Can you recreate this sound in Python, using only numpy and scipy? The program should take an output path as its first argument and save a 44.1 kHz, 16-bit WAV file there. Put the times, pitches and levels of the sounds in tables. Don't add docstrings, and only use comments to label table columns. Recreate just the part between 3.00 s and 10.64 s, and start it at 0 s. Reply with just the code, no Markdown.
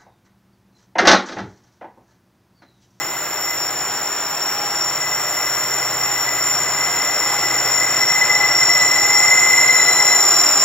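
import sys
import numpy as np
from scipy import signal
from scipy.fft import rfft, irfft
from scipy.io import wavfile
from scipy.ndimage import uniform_filter1d, minimum_filter1d

SR = 44100
rng = np.random.default_rng(int(sys.argv[2]) if len(sys.argv) > 2 else 0)


def to_wav(sig):
    pcm = np.clip(np.atleast_2d(sig), -1, 1) * 32767
    pcm = np.round(pcm).astype(np.int16)
    wavfile.write(sys.argv[1], SR, pcm.T)


N = 336924
T, HZ = np.arange(N) / SR, np.fft.rfftfreq(N, 1 / SR)
START_DISTANCE_M, SPEED_M_PER_S = 210, 14.15
CRANK_HZ, CYLINDERS = 15.36, 8
BLOWER_HZ, BLOWER_DB = 825, -44

# t/s, level/dB
FIRING_LEVEL = [(0.0, -53), (0.22, -64), (0.38, -49), (0.95, -49), (1.2, -60), (1.6, -62), (1.8, -49),
                (2.3, -48), (2.65, -43.5), (3.45, -42), (3.72, -49), (4.35, -43), (5.6, -42.5), (6.6, -44),
                (6.95, -62), (7.6, -51)]
# multiple of the crank rate, level/dB
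EXHAUST_NOTES = [(4, -18), (5, -15.5), (6, -11.5), (7, -8.5), (9, -3), (10, -2), (11, -9.5), (12, -8),
                 (13, -12), (14, -11), (15, -9), (16, -6), (18, -11), (22, -0.5), (23, 1), (25, 0),
                 (26, -1.5)]
# f/Hz, level/dB
GEAR_NOTES = [(299.5, -51.5), (484, -52), (599, -46.5), (726, -44.5), (902, -53), (968, -45), (1050, -46),
              (1101, -53), (1210, -44.5), (1265, -48.5), (1374, -48), (1449, -50)]
# t/s, level/dB
BLOWER_SWELLS = [(0.03, -38), (0.38, -38), (0.93, -33.5), (1.66, -36.5), (3.1, -42), (3.95, -36.5),
                 (4.43, -33.5), (5.38, -30.5), (6.13, -30.5), (7.12, -31.5), (7.55, -35)]
# t/s, level/dB
ROLLING_LEVEL = [(0.0, -30.5), (0.08, -30.5), (1.45, -28.5), (2.26, -28.5), (4.25, -26), (7.64, -24)]
# f/Hz, level/dB
RUMBLE_COLOUR = [(25, -34.5), (50, -25.5), (85, -24), (125, -16), (190, -19.5), (270, -15), (340, -10),
                 (430, -12), (580, -9), (700, -6.5), (900, -33)]
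ROAR_COLOUR = [(380, -12), (600, -10.5), (760, -5), (1000, -5), (1350, -2.5), (1650, -4.5), (1900, -6),
               (2450, -17)]
RAIL_COLOUR = [(1700, -26.5), (1950, -6), (2400, -2.5), (3200, -4.5), (4000, -7), (4800, -10.5),
               (6400, -13), (8000, -25), (9000, -35)]
TOP_HISS_COLOUR = [(8500, -26), (9700, -13), (10400, -9.5), (10750, -7), (11400, -7.5), (12700, -6),
                   (14300, -1), (16000, 4.5)]
FLANGE_COLOUR = [(6600, -22), (6950, -18), (7140, -0.5), (7215, 1), (7260, -1), (7360, -3), (7460, -9),
                 (7700, -12), (8000, -19), (8400, -45)]
# t/s, level/dB
FLANGE_LEVEL = [(0.0, -38), (2.9, -33), (3.5, -35), (4.3, -31.5), (5.5, -31.5), (6.3, -27), (7.0, -28),
                (7.6, -27)]
# f/Hz, spread/Hz, skirt level/dB, skirt width/spreads, level/dB, rise/dB per dB of nearness
WHEEL_NOTES = [(2024, 90, -11, 1.2, -38, 0.0), (4020, 110, -8, 1.5, -60.5, 2.4),
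               (5516, 180, -3, 1.1, -30.3, 1.75), (10900, 450, -8, 1.5, -55.5, 0.9),
               (7080, 170, -6, 1.2, -31.3, 1.7), (14205, 90, -6, 3.0, -49, 1.1)]
# t/s, level/dB
LOW_SWELL = [(0.0, 4.5), (0.25, -0.5), (1.3, -5), (2.0, 3.5), (3.6, 6.5), (4.3, 11.5), (4.9, 12),
             (5.4, 15.5), (6.3, 17), (6.8, 18.5), (7.05, 16.5), (7.3, 10.5), (7.64, 5.5)]
LOW_OCTAVE_SWELL = [(0.0, -1), (3.2, -1), (5.0, 2), (5.55, 4), (5.8, 10.5), (6.5, 4), (6.8, 13.5),
                    (7.3, 10.5), (7.6, 3)]
MIDDLE_SWELL = [(0.0, -1), (0.33, -4), (0.45, -1.5), (1.2, 0.5), (1.4, 0), (2.7, 0), (3.3, 0.5), (4.35, 0),
                (5.0, 0.5), (6.3, 0.5), (7.4, 1)]
MIDDLE_OCTAVE_SWELL = [(0.0, -2), (2.15, -11), (2.35, 2), (2.75, 3), (3.2, -1), (4.2, 0), (5.4, -6),
                       (6.35, -1), (6.6, -2), (7.3, -7.5), (7.6, -7)]
HIGH_SWELL = [(0.0, 1.5), (0.5, -0.29), (1.6, -1.4), (3.0, -1.8), (3.5, 0.57), (3.8, -0.46), (5.2, 0.62),
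              (6.2, 0.53), (7.6, 0.71)]
# start t/s, length/s, f/Hz, glide/Hz per s, level/dB, roughness (0-1)
SOLO_SQUEALS = [(-0.1, 0.9, 14234, 0, -41.5, 0.1), (0.36, 0.28, 14212, 0, -39, 0.1),
                (0.33, 1.0, 7123, 0, -32, 0.2), (0.33, 0.42, 5502, -20, -31, 0.3),
                (0.4, 0.9, 7042, 0, -36, 0.3), (0.45, 0.15, 2031, 0, -32.5, 0.6),
                (1.25, 0.45, 14233, 0, -42.5, 0.1), (1.22, 0.8, 5512, -10, -33, 0.6),
                (1.4, 1.55, 5604, 0, -30.5, 0.4), (1.7, 0.2, 5490, 0, -29, 0.5),
                (1.7, 1.45, 7122, 0, -31, 0.2), (1.93, 0.25, 2010, 0, -35, 0.7),
                (2.05, 1.6, 14234, 0, -41, 0.1), (2.24, 0.6, 12619, 0, -42.5, 0.35),
                (2.25, 0.75, 11055, 0, -49, 0.3), (2.95, 0.4, 5600, 0, -31, 0.3),
                (3.05, 0.35, 1990, 0, -31, 0.7), (3.0, 1.45, 7122, 0, -28, 0.2),
                (3.15, 0.48, 14168, 0, -43.5, 0.1), (3.2, 0.45, 14298, 0, -45, 0.1),
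                (3.3, 0.4, 7188, 0, -30, 0.2), (3.43, 0.12, 7188, 0, -25, 0.1),
                (3.4, 0.26, 5592, 0, -27.5, 0.3), (3.75, 0.2, 2032, 0, -28.5, 0.6),
                (3.8, 0.7, 11055, 0, -48.5, 0.3), (3.9, 1.15, 14233, 0, -43.5, 0.2),
                (4.35, 0.3, 7123, 0, -28, 0.2), (4.4, 0.95, 12772, 0, -52, 0.4),
                (4.68, 0.32, 7123, 0, -22.5, 0.2), (4.6, 1.1, 14196, 0, -47, 0.2),
                (4.95, 0.27, 5568, -50, -21.5, 0.3), (5.15, 0.27, 7123, 0, -23, 0.2),
                (5.3, 0.4, 5545, -70, -26, 0.5), (5.25, 1.55, 2028, 0, -27.5, 0.8),
                (5.45, 0.58, 5502, -4, -21, 0.3), (5.58, 0.4, 7123, 0, -24.5, 0.3),
                (5.55, 1.05, 7092, -95, -27.5, 0.7), (5.65, 1.6, 12772, 0, -50, 0.4),
                (5.7, 1.1, 14233, 0, -41, 0.15), (6.05, 1.85, 7123, 0, -20, 0.2),
                (6.08, 0.38, 5500, -30, -20.5, 0.5), (6.2, 0.68, 2058, 0, -22, 0.6),
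                (6.4, 1.45, 14198, 0, -41.5, 0.2), (6.46, 0.17, 7230, 0, -24, 0.2),
                (6.45, 1.1, 11055, 0, -44.5, 0.3), (6.7, 1.1, 14298, 0, -46.5, 0.2),
                (7.05, 0.6, 14234, 0, -38, 0.1), (6.75, 0.5, 5452, 0, -28, 1),
                (7.2, 0.65, 5440, -20, -25.5, 0.8), (6.95, 0.55, 5614, 0, -27.5, 0.7)]
# f/Hz, level/dB
RING_NOTES = [(10908, -60), (11055, -62), (12620, -61), (12772, -65)]
# peak t/s, f/Hz, level/dB
BLARES = [(5.02, 2040, -20), (5.102, 2035, -19.5), (5.16, 2030, -22), (5.226, 2030, -17.5),
          (5.305, 2025, -20), (5.37, 2020, -17.5), (5.445, 2025, -18), (5.73, 2025, -19), (5.82, 1995, -17),
          (5.985, 2045, -21), (6.14, 2060, -20), (6.25, 2060, -16.5), (6.32, 2055, -15.5),
          (6.42, 2030, -18.5), (6.522, 2025, -13), (6.585, 2056, -18), (6.705, 2056, -13.5),
          (6.885, 2010, -15), (7.13, 2030, -18)]
# f/Hz, likeness (0-1)
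STEREO_LIKENESS = [(30, .75), (120, 0.9), (1000, 0.89), (2000, 0.9), (3000, 0.99), (4700, 0.89),
                   (5500, 0.99), (6300, 0.66), (7100, 0.65), (8000, 0.84), (11000, 0.26), (14200, 0.9)]
# f/Hz, phase/rad
LEFT_LEAD = [(30, 0.26), (1000, 0.27), (3000, 0.78), (4400, 1.43), (5500, 1.3156), (6600, 1.5), (7100, 1.2),
             (7800, -1.2), (10500, -0.45), (11700, 3), (12500, -3), (13600, -1.5), (15500, -2.5)]
# f/Hz, level/dB
LEFT_BOOST = [(30, 4), (100, -3), (350, -2.5), (700, 0), (1400, -1), (2000, 1.5), (3500, -0.5), (5500, 1.5),
              (7100, 1), (11000, 0.5), (12700, 7.5), (14200, -2.5), (15500, 0.5)]
# f/Hz, level/dB
TREBLE_DIP = [(8000, 0.5), (8280, -8.5), (8400, -34), (9550, -22), (9700, -9), (10500, 2.5)]


def from_db(db):
    return 10 ** (np.asarray(db) / 20)


def rms_one(x):
    return x / np.sqrt(np.mean(x ** 2) + 1e-20)


def in_time(points):
    return np.interp(T, *np.transpose(points))


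def at_hz(points, hz=HZ):
    f, value = np.transpose(points)
    return np.interp(np.log(hz + 1), np.log(f + 1), value)


def colour(points):
    outside = np.minimum(1, np.minimum(HZ / points[0][0], points[-1][0] / (HZ + 1)))
    return from_db(at_hz(points)) * outside ** 8


def drift(rate_hz):
    pole = np.exp(-200 * np.pi * rate_hz / SR)
    steps = rng.standard_normal(N // 100 + 2002)
    slow = signal.lfilter([1], [1, -2 * pole, pole * pole], steps)[2000:]
    return np.interp(np.arange(N) / 100, np.arange(len(slow)), rms_one(slow))


def noise(gain):
    mid, side = rng.standard_normal((2, len(HZ))) + 1j * rng.standard_normal((2, len(HZ)))
    alike = np.clip(at_hz(STEREO_LIKENESS), 0, .99)
    spectrum = np.sqrt(1 + alike) * mid + np.sqrt(1 - alike) * side * [[1], [-1]]
    return rms_one(irfft(gain * spectrum, N))


def tone(hz, scatter, flutter_hz):
    phase = 2 * np.pi * (np.cumsum(hz + np.zeros(N)) / SR + rng.random())
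    fading = (1 + scatter * drift(flutter_hz)) * np.cos(phase)
    return rms_one(fading + scatter * drift(flutter_hz) * np.sin(phase))


def smear(hz, spread_hz):
    return 1 / np.sqrt(1 + (2 * (HZ - hz) / spread_hz) ** 16)


def nearness_db():
    return 20 * np.log10(START_DISTANCE_M / np.maximum(START_DISTANCE_M - SPEED_M_PER_S * T, 1))


def exhaust(speed):
    crank_hz = CRANK_HZ * speed
    firing = from_db(in_time(FIRING_LEVEL) - 3.5) * tone(CYLINDERS * crank_hz, 0.22, flutter_hz=2.5)
    others = sum(from_db(db) * tone(k * crank_hz, 0.55, flutter_hz=1.75) for k, db in EXHAUST_NOTES)
    return firing + from_db(-53 + 0.68 * nearness_db()) * others


def gears(speed, whine_db=-5.5, echo_db=-37.0, echo_drop=0.0163):
    whine = sum(from_db(db) * tone(hz * speed, 0.52, flutter_hz=1.77) for hz, db in GEAR_NOTES)
    notes = GEAR_NOTES + [(BLOWER_HZ, BLOWER_DB)]
    echoes = noise(sum(from_db(db) * smear(hz * (1 - echo_drop), 2 * echo_drop * hz) for hz, db in notes))
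    return from_db(1.28 * nearness_db()) * (from_db(whine_db) * whine + from_db(echo_db) * echoes)


def blower(speed, width_s=0.11):
    swells = sum(from_db(db) * np.exp(-.5 * ((T - s) / width_s) ** 2) for s, db in BLOWER_SWELLS)
    return np.hypot(swells, from_db(BLOWER_DB)) * tone(BLOWER_HZ * speed, 0.36, flutter_hz=2.7)


def wagons(unrest_db=0.5):
    level_db = in_time(ROLLING_LEVEL)
    rumble_db = level_db.mean() - 11 + 0.74 * (level_db - level_db.mean())
    rumble = from_db(rumble_db + unrest_db * drift(3.8)) * noise(colour(RUMBLE_COLOUR))
    roar = from_db(-1.9) * noise(colour(ROAR_COLOUR)) + from_db(-7) * noise(colour(RAIL_COLOUR))
    hiss = from_db(-36.5 + 0.43 * nearness_db() + unrest_db * drift(2.5)) * noise(colour(TOP_HISS_COLOUR))
    return rumble + from_db(level_db + unrest_db * drift(27.0)) * roar + hiss


def flanges():
    return from_db(in_time(FLANGE_LEVEL)) * noise(colour(FLANGE_COLOUR))


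def wheel_chorus(surge_db=0.46, surge_hz=10.0):
    swells = (LOW_SWELL, LOW_OCTAVE_SWELL, MIDDLE_SWELL, MIDDLE_OCTAVE_SWELL, HIGH_SWELL, HIGH_SWELL)
    out = 0
    for swell, (hz, spread_hz, skirt_db, skirt_width, level_db, rise) in zip(swells, WHEEL_NOTES):
        skirt = from_db(skirt_db) / (1 + (2 * (HZ - hz) / spread_hz / skirt_width) ** 2)
        gain = from_db(level_db + rise * nearness_db() + in_time(swell) + surge_db * drift(surge_hz))
        out = out + gain * noise(np.hypot(smear(hz, spread_hz), skirt))
    return out


def wheel_solos(attack_s=0.073, waver=0.0008, flutter_hz=13.3, chatter_db=3.0, chatter_hz=21.0):
    out = 0
    for start, length, hz, glide, db, rough in SOLO_SQUEALS:
        age = T - start
        release_s = min(0.18, length / 2)
        ramp = np.clip(np.minimum(age / attack_s, (length - age) / release_s), 0, 1)
        envelope = from_db(db) * np.sin(np.pi / 2 * ramp)
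        pitch = hz * (1 + waver * rough * drift(flutter_hz)) + glide * age
        unlike = np.sqrt(1 - np.clip(at_hz(STEREO_LIKENESS, hz), 0, 1))
        side = 2.6 * rough * unlike * drift(flutter_hz) * np.sin(2 * np.pi * np.cumsum(pitch) / SR)
        chatter = from_db(chatter_db * rough * drift(chatter_hz))
        out = out + envelope * chatter * (tone(pitch, rough, flutter_hz) + side * [[1], [-1]])
    return out


def thin_rings(swell_db=1.5, swell_hz=0.57):
    out = 0
    for hz, db in RING_NOTES:
        gain = from_db(db + 0.91 * nearness_db() + swell_db * drift(swell_hz))
        out = out + gain * tone(hz, 0.56, flutter_hz=8.0)
    return out


def wheel_bursts(width_s=0.012, waver=0.004, octave_db=-24):
    peaks_s, hz, _ = np.transpose(BLARES)
    pitch = np.interp(T, peaks_s, hz) * (1 + waver * drift(19.8))
    phase = 2 * np.pi * np.cumsum(pitch) / SR
    envelope = sum(from_db(db) * np.exp(-.5 * ((T - s) / width_s) ** 2) for s, _, db in BLARES)
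    return envelope * rms_one(np.sin(phase) + from_db(octave_db) * np.sin(2 * phase))


def limiter(x, window=441):
    allowed = np.minimum(1, 1 / (np.abs(x).max(axis=0) + 1e-9))
    return x * uniform_filter1d(minimum_filter1d(allowed, window), window)


def scene():
    speed = 1 + 0.000962 * drift(0.51)
    engine = exhaust(speed) + gears(speed) + blower(speed)
    return engine + wagons() + flanges() + wheel_chorus() + wheel_solos() + thin_rings() + wheel_bursts()


def record(dry, cutoff_hz=15750):
    left = from_db(at_hz(LEFT_BOOST) / 2) * np.exp(.5j * at_hz(LEFT_LEAD))
    openings = np.array([left, 1 / left])
    heard = irfft(rfft(dry) * openings * from_db(at_hz(TREBLE_DIP)), N)
    top_cut = np.clip((cutoff_hz - HZ) / 60 + 1, 0, 1)
    return irfft(rfft(limiter(heard)) * top_cut, N)


dry = scene()
out = record(dry)
to_wav(out)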